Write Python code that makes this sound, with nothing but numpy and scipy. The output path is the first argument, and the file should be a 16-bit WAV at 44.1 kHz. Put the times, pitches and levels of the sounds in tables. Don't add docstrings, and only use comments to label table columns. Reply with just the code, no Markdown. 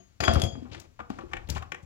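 import sys
import numpy as np
from scipy import signal
from scipy.fft import rfft, irfft, next_fast_len
from scipy.io import wavfile
from scipy.ndimage import uniform_filter1d

SR = 44100
rng = np.random.default_rng(int(sys.argv[2]) if len(sys.argv) > 2 else 0)


def output_pcm(signal):
    pcm = np.clip(np.atleast_2d(signal).T, -1, 1) * 32767
    wavfile.write(sys.argv[1], SR, np.round(pcm).astype(np.int16))


def decibels_to_gain(level_db):
    exponent = np.asarray(level_db, float) / 20
    return 10 ** exponent


N = 81585


def unit(x):
    return x / np.sqrt(np.mean(x ** 2) + 1e-20)


def along(points, hz):
    f, value = np.transpose(points)
    return np.interp(np.log(hz + 1), np.log(f + 1), value)


def filtered(x, response):
    size = next_fast_len(x.shape[-1] + SR // 20)
    spectrum = rfft(x, size) * response(np.fft.rfftfreq(size, 1 / SR))
    return irfft(spectrum, size)[..., :x.shape[-1]]


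def peak(f, hz, width):
    return 1j * f * width / (hz * hz - f * f + 1j * f * width)


def above(f, hz):
    return (1j * f) ** 2 / (hz * hz - f * f + 1.4j * f * hz)


def add(track, s, x):
    i = round(s * SR)
    x = x[:N - i]
    track[i:][:len(x)] += x


def ring(modes, attack_s, spread_db):
    t = np.arange(SR // 2) / SR
    hz, db, t60 = np.transpose(modes)[:, :, None]
    size = decibels_to_gain(db + spread_db * rng.standard_normal(hz.shape) - 60 * t / t60)
    split = 0.004
    beating = 1 - np.sin(np.pi * split * hz * t) ** 2 / 2
    tone = (size * np.sin(2 * np.pi * hz * t) * beating).sum(0)
    return tone * (1 - np.exp(-t / attack_s)) * np.cos(t / t[-1] * np.pi / 2)


def burst(length_s, response):
    t = np.arange(SR // 10) / SR
    fade = decibels_to_gain(-35 * (t / length_s) ** 2.21) * np.minimum(t / 0.002, 1)
    z = rfft(np.sign(rng.standard_normal(len(t))) * fade)
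    z = z / np.sqrt(uniform_filter1d(abs(z) ** 2, size=50))
    even = irfft(z, len(t)) * np.cos(t / t[-1] * np.pi / 2) ** 2
    x = filtered(even, response)
    return x / abs(x).max()


def noise(spectrum):
    return unit(filtered(rng.standard_normal(N), lambda f: decibels_to_gain(along(spectrum, f)) * (f > 30)))


# (time [s], clack peak level [dB], clack pitch [Hz], handle ring level [dB])
TOUCHES = [
    (.204, -20, 4380, -28),
    (.2375, -23.5, 3500, -32.5),
    (.2495, -34, 6400, -40),
    (.280, -18, 2620, -16.5),
    (0.335, -24, 5000, -42.5),
    (.3445, -25, 3800, -39),
    (.3565, -30.5, 5300, -31),
    (0.397, -25.5, 4700, -60),
    (0.417, -15, 4900, -30),
    (0.4365, -21.5, 5030, -40),
]
# (lowest level [dB], second level [dB], third level [dB], upper level [dB])
FAMILY_WAKES = [(-48.5, -25, -26, -27.5), (-36.5, -26, -27.5, -29.5), (-25, -25.5, -19, -39),
                (-23, -61, -33.5, -56), (-38.5, -60, -43, -23), (-42, -53, -47, -33), (-40, -46, -50, -55),
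                (-34, -62, -43, -35), (-21.5, -42, -25, -22.5), (-30, -36, -44, -29)]
BLADE_PITCHES = [3268, 3323, 3408, 4885, 6714, 8393, 8839, 10870, 11310, 12510, 13430, 14170]
# (level [dB], t60 [s])
BLADE_RINGING = [(-7, 0.37), (-2.5, 0.21), (-14, 0.328), (-3, 0.46), (-7.5, 0.33), (-10, 0.13), (-1, 0.062),
                 (-11, 0.072), (-2.5, 0.051), (-28, .11), (-5, 0.088), (-15.5, 0.12)]
BLADE_FAMILIES = [0, 0, 0, 1, 2, 3, 3, 3, 3, 3, 3, 3]
# (pitch [Hz], level [dB], t60 [s])
HANDLE_MODES = [(663, -5, 0.17), (685.5, -7, 0.37), (719, -2.5, 0.19), (730, -8, 0.047), (1381, 6, 0.024)]
# (pitch [Hz], level [dB], t60 [s])
EARLIER_TOUCH = [(684, -52.5, 0.15), (189, -52, 0.257), (374, -61, 0.16), (3070, -63.5, 0.21),
                 (4890, -71, 0.67), (6600, -56, 0.34)]


def chisel():
    out = np.zeros(N)
    add(out, 0, ring(EARLIER_TOUCH, 0.001, spread_db=6.5))
    for (s, clack_db, clack_hz, handle_db), wake in zip(TOUCHES, FAMILY_WAKES):
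        blade = [(hz, db + wake[family], t60)
                 for hz, (db, t60), family in zip(BLADE_PITCHES, BLADE_RINGING, BLADE_FAMILIES)]
        add(out, s, ring(blade, 0.00052, spread_db=2.5))
        add(out, s, decibels_to_gain(handle_db) * ring(HANDLE_MODES, 0.00024, spread_db=3.5))

        def clack(f):
            return peak(f, clack_hz, 0.3 * clack_hz) ** 2 + decibels_to_gain(3) * peak(f, 3300, 4100) ** 2

        add(out, s, decibels_to_gain(clack_db) * burst(0.0084, clack))
    return out


# (time [s], peak level [dB], pitch [Hz], length [s], brightness [dB])
WOOD_SNAPS = [(0.202, -18.5, 1870, 0.022, -38.5), (0.235, -12, 1790, 0.016, -41.5),
              (0.277, -7, 1320, 0.014, -52.5), (0.284, -19.5, 890, 0.11, -40.5),
              (0.353, -15, 670, 0.03, -47), (0.552, -33, 860, 0.0083, -41), (0.652, -40.5, 830, 0.065, -52),
              (0.7, -47.5, 890, 0.065, -26), (0.738, -44.5, 2000, 0.014, -19),
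              (0.7458, -26.5, 1940, 0.017, -17.5), (0.991, -26.5, 940, 0.017, -40),
              (1.0, -23, 1134, 0.02, -34), (1.101, -21, 634, 0.0088, -20.5),
              (1.185, -23, 1150, 0.022, -21.5), (1.21, -35.5, 845, 0.033, -44),
              (1.313, -35, 1120, 0.27, -17), (1.333, -12.5, 1660, 0.0097, -31),
              (1.366, -22, 1820, 0.02, -21.5), (1.548, -28.5, 3070, 0.051, -7),
              (1.56, -21.5, 920, 0.024, -53), (1.577, -25.5, 1650, 0.013, -14),
              (1.621, -26.5, 1040, 0.029, -19), (1.719, -14, 1900, 0.0098, -21.5),
              (1.7446, -23.5, 1700, 0.01, -18)]
# (pitch [Hz], level [dB])
STRIP_MODES = [(380, -7), (560, -1), (790, 3), (1150, 4.5), (1440, -1.5), (1800, -3.5), (2350, -1),
               (3000, -6.5)]


def snaps():
    out = np.zeros(N)
    for s, db, hz, length_s, bright_db in WOOD_SNAPS:

        def wood(f):
            body = decibels_to_gain(-8) + sum(decibels_to_gain(mode_db) * peak(f, c, 0.13 * c) for c, mode_db in STRIP_MODES)
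            excited = peak(f, hz, 0.96 * hz) ** 2 + decibels_to_gain(-2) * peak(f, 850, 470)
            return body * excited + decibels_to_gain(bright_db) * peak(f, 4900, 8100) ** 2

        add(out, s, decibels_to_gain(db - 3) * burst(length_s, wood))
    return out


# (time [s], peak level [dB], pitch [Hz], length [s], fizz [dB])
GRIT_TICKS = [(0.697, -57, 3200, 0.018, -29.5), (0.714, -41.5, 3120, 0.12, -29),
              (.7315, -40, 4360, 0.016, -24.5), (0.768, -47, 2820, 0.0068, -25),
              (0.777, -44.5, 2930, 0.011, -32), (.7978, -32, 7800, 0.014, 11),
              (.814, -46.5, 5030, 0.016, -22), (0.839, -61.5, 7200, 0.02, -28),
              (1.099, -40.5, 3170, 0.019, -10), (1.116, -52, 3200, .012, -12),
              (1.207, -47, 3050, 0.015, -25), (1.472, -47, 3910, 0.014, -13),
              (1.487, -31.5, 2880, 0.018, -6.5), (1.4982, -18, 5200, 0.015, 6.5),
              (1.5504, -54, 4890, 0.022, -10), (1.333, -37.5, 6300, 0.0085, -20.5),
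              (1.588, -42, 2570, 0.0069, -8), (1.624, -34, 2820, 0.0067, -13.5),
              (1.718, -35.5, 6500, 0.0087, -23), (1.827, -53.5, 8300, 0.028, 0),
              (0.418, -24, 5400, 0.0053, -22), (.7455, -36.5, 2740, 0.015, -32),
              (.205, -24.5, 2140, 0.012, -26), (1.522, -42, 4600, .015, -11), (1.544, -46, 3200, 0.0063, 0)]


def ticks():
    out = np.zeros(N)
    for s, db, hz, length_s, fizz_db in GRIT_TICKS:

        def grit(f):
            return peak(f, hz, 0.7 * hz) ** 2 + decibels_to_gain(fizz_db) * peak(f, 9800, 23000) ** 2

        add(out, s, decibels_to_gain(db + 2.26) * burst(length_s, grit))
    return out


# (time [s], length [s], level [dB])
STROKES = [
    (-.03, .1, -58),
    (0.217, 0.27, -30),
    (0.509, 0.25, -52.5),
    (0.716, .16, -45.5),
    (1.092, 0.2, -48.5),
    (1.279, 0.57, -58.5),
    (1.486, 0.077, -38),
    (1.565, 0.025, -26),
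]
# (frequency [Hz], level [dB per Hz])
SCRAPE_COLOUR = [(150, -12.5), (300, 9), (900, -0.5), (2500, -5.5), (4500, -11), (7300, -18), (9000, -11),
                 (16000, -68)]


def scrape():
    grains_per_s, spread_db, hiss = 2500, 2, 0.8
    rise_s, fall_db = 0.008, 13.5
    t = np.arange(N) / SR
    hits = rng.random(N) < grains_per_s / SR
    sizes = decibels_to_gain(-spread_db * np.log(1.03 - rng.random(N)))
    rub = unit(hits * sizes * rng.standard_normal(N)) + hiss * rng.standard_normal(N)
    strokes = np.zeros(N)
    for s, length_s, db in STROKES:
        fall = decibels_to_gain(db - fall_db * np.clip((t - s) / length_s, 0, 1))
        start = np.clip((t - s) / rise_s, 0, 1)
        end = np.clip((s + length_s - t) / 3 / rise_s, 0, 1)
        strokes += fall * start * end
    return strokes * unit(filtered(rub, lambda f: decibels_to_gain(along(SCRAPE_COLOUR, f))))


# (time [s], peak level [dB], hardness [dB])
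BLOWS = [(0.204, -23, -9), (0.282, -12.5, -7.5), (.299, -30, -14), (0.334, -19.5, -11), (0.361, -11, -11),
         (0.396, -56, -25), (0.434, -15.5, -12), (0.548, -60, -16), (0.713, -35, -26.5), (0.763, -38.5, -7),
         (0.996, -43, 0.5), (1.19, -52.5, 11), (1.334, -48.5, 9.5), (1.722, -50, 3.5), (1.49, -28, -13),
         (1.504, -22, -20), (1.557, -25.5, -23), (1.474, -42, -7), (1.622, -38.5, -27), (1.831, -38.5, -23)]
# (pitch [Hz], level [dB], t60 [s])
BOARD_MODES = [(62, -28.5, 0.054), (77.5, 2, 0.13), (103.3, -5.5, 0.19), (142, -8.5, 0.12)]
# (pitch [Hz], level [dB], t60 [s])
JOIST_MODES = [(168, -2.5, 0.086), (220.5, -6, 0.18), (262, -1.5, 0.087), (338.5, -2, 0.12),
               (379, -12, 0.18), (485, -7, 0.15), (547.4, -6, 0.15)]
# (time [s], level [dB], pitch [Hz], t60 [s])
LOOSE_BOARD = [(.553, -31.5, 262, 0.079), (0.576, -31.5, 244.5, 0.099), (.598, -37.5, 305, 0.043),
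               (0.623, -26, 258, 0.098), (.655, -36, 260, 0.07), (0.691, -46, 354, .06),
               (1.102, -24.5, 254.3, 0.038), (1.116, -37.5, 262, 0.13), (1.004, -39, 293, 0.052),
               (1.34, -35, 360, 0.065), (1.734, -38, 370, 0.077), (1.236, -35, 349, 0.068)]
# (time [s], level [dB])
WEIGHT = [(0, -64), (.85, -61), (1.15, -50), (1.35, -45.5), (1.6, -45.5), (1.85, -76)]
# (frequency [Hz], level [dB per Hz])
SWAY_COLOUR = [(22, 38), (38, 16.5), (50, 22.5), (120, 16), (300, -70)]


def boards():
    out = np.zeros(N)
    for s, db, hard_db in BLOWS:
        low = ring(BOARD_MODES, 0.001, spread_db=0)
        joists = ring(JOIST_MODES, 0.001, spread_db=2.5)
        add(out, s, decibels_to_gain(db + 2) * (low + decibels_to_gain(hard_db) * joists))
    for s, db, hz, t60 in LOOSE_BOARD:
        add(out, s, ring([(hz, db, t60)], 0.00046, spread_db=3))
    weight_db = np.interp(np.arange(N) / SR, *np.transpose(WEIGHT))
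    return decibels_to_gain(weight_db) * noise(SWAY_COLOUR) + filtered(out, lambda f: above(f, 62.7) ** 2)


# (frequency [Hz], t60 [s])
WALL_DECAY = [(100, 0.69), (500, 0.46), (2000, 0.26), (6000, 0.26), (14000, 0.19)]


def walls(x):
    out, step = np.zeros(N), SR // 8
    for i in range(0, N, step):
        hz, t, z = signal.stft(rng.standard_normal(SR // 3), SR, nperseg=256)
        decay = decibels_to_gain(-60 * t / along(WALL_DECAY, hz)[:, None])
        tail = signal.istft(z * decay, SR, nperseg=256)[1]
        answer = signal.fftconvolve(x[i:i + step], tail / np.linalg.norm(tail))
        add(out, i / SR + 0.003, answer)
    return decibels_to_gain(-10.5) * filtered(out, lambda f: above(f, 75))


# (frequency [Hz], level [dB per Hz])
HUSH_COLOUR = [(35, -95), (70, -2), (250, -15), (700, -27), (2000, -28), (4000, -30), (7200, -31),
               (9500, -30)]


def hush():
    return decibels_to_gain(-61.5) * noise(HUSH_COLOUR)


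# (frequency [Hz], left over right [dB])
RIGHT_LOSS = [(170, 15), (300, 9), (640, 5), (1410, 9), (3100, 13), (6820, 19), (15000, 25)]
# (frequency [Hz], left lead [rad])
LEFT_LEAD = [(60, 0.4), (130, 0.1), (260, -2), (860, -2), (2400, -1.74), (9000, -3)]
# (frequency [Hz], level [dB])
RIGHT_ONLY = [(60, -12), (170, -3), (700, 3), (3000, 6), (8000, 8)]


def scene():
    near = chisel() + snaps() + ticks() + scrape() + boards()
    left = near + walls(near) + hush()
    other = walls(near) + hush()
    turned = filtered(left, lambda f: np.exp(-1j * along(LEFT_LEAD, f)))
    stray = filtered(other, lambda f: decibels_to_gain(along(RIGHT_ONLY, f)))
    right = filtered(turned + stray, lambda f: decibels_to_gain(-along(RIGHT_LOSS, f)))
    return np.array([left, right])


def band_limit(x):
    return signal.sosfilt(signal.butter(12, 16490, fs=SR, output="sos"), x)


# (frequency [Hz], level [dB])
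PORT_COLOUR = [(5500, 0.46), (7300, 1.5), (8300, -10.5), (14000, -11)]


def record(dry):
    soft_top, top_hz = 0.62, 16400
    soft = dry / (1 + abs(dry / soft_top) ** 4) ** (1 / 4)
    mix = filtered(soft, lambda f: decibels_to_gain(along(PORT_COLOUR, f)) * (f < top_hz))
    return band_limit(mix)


dry = scene()
out = record(dry)
output_pcm(out)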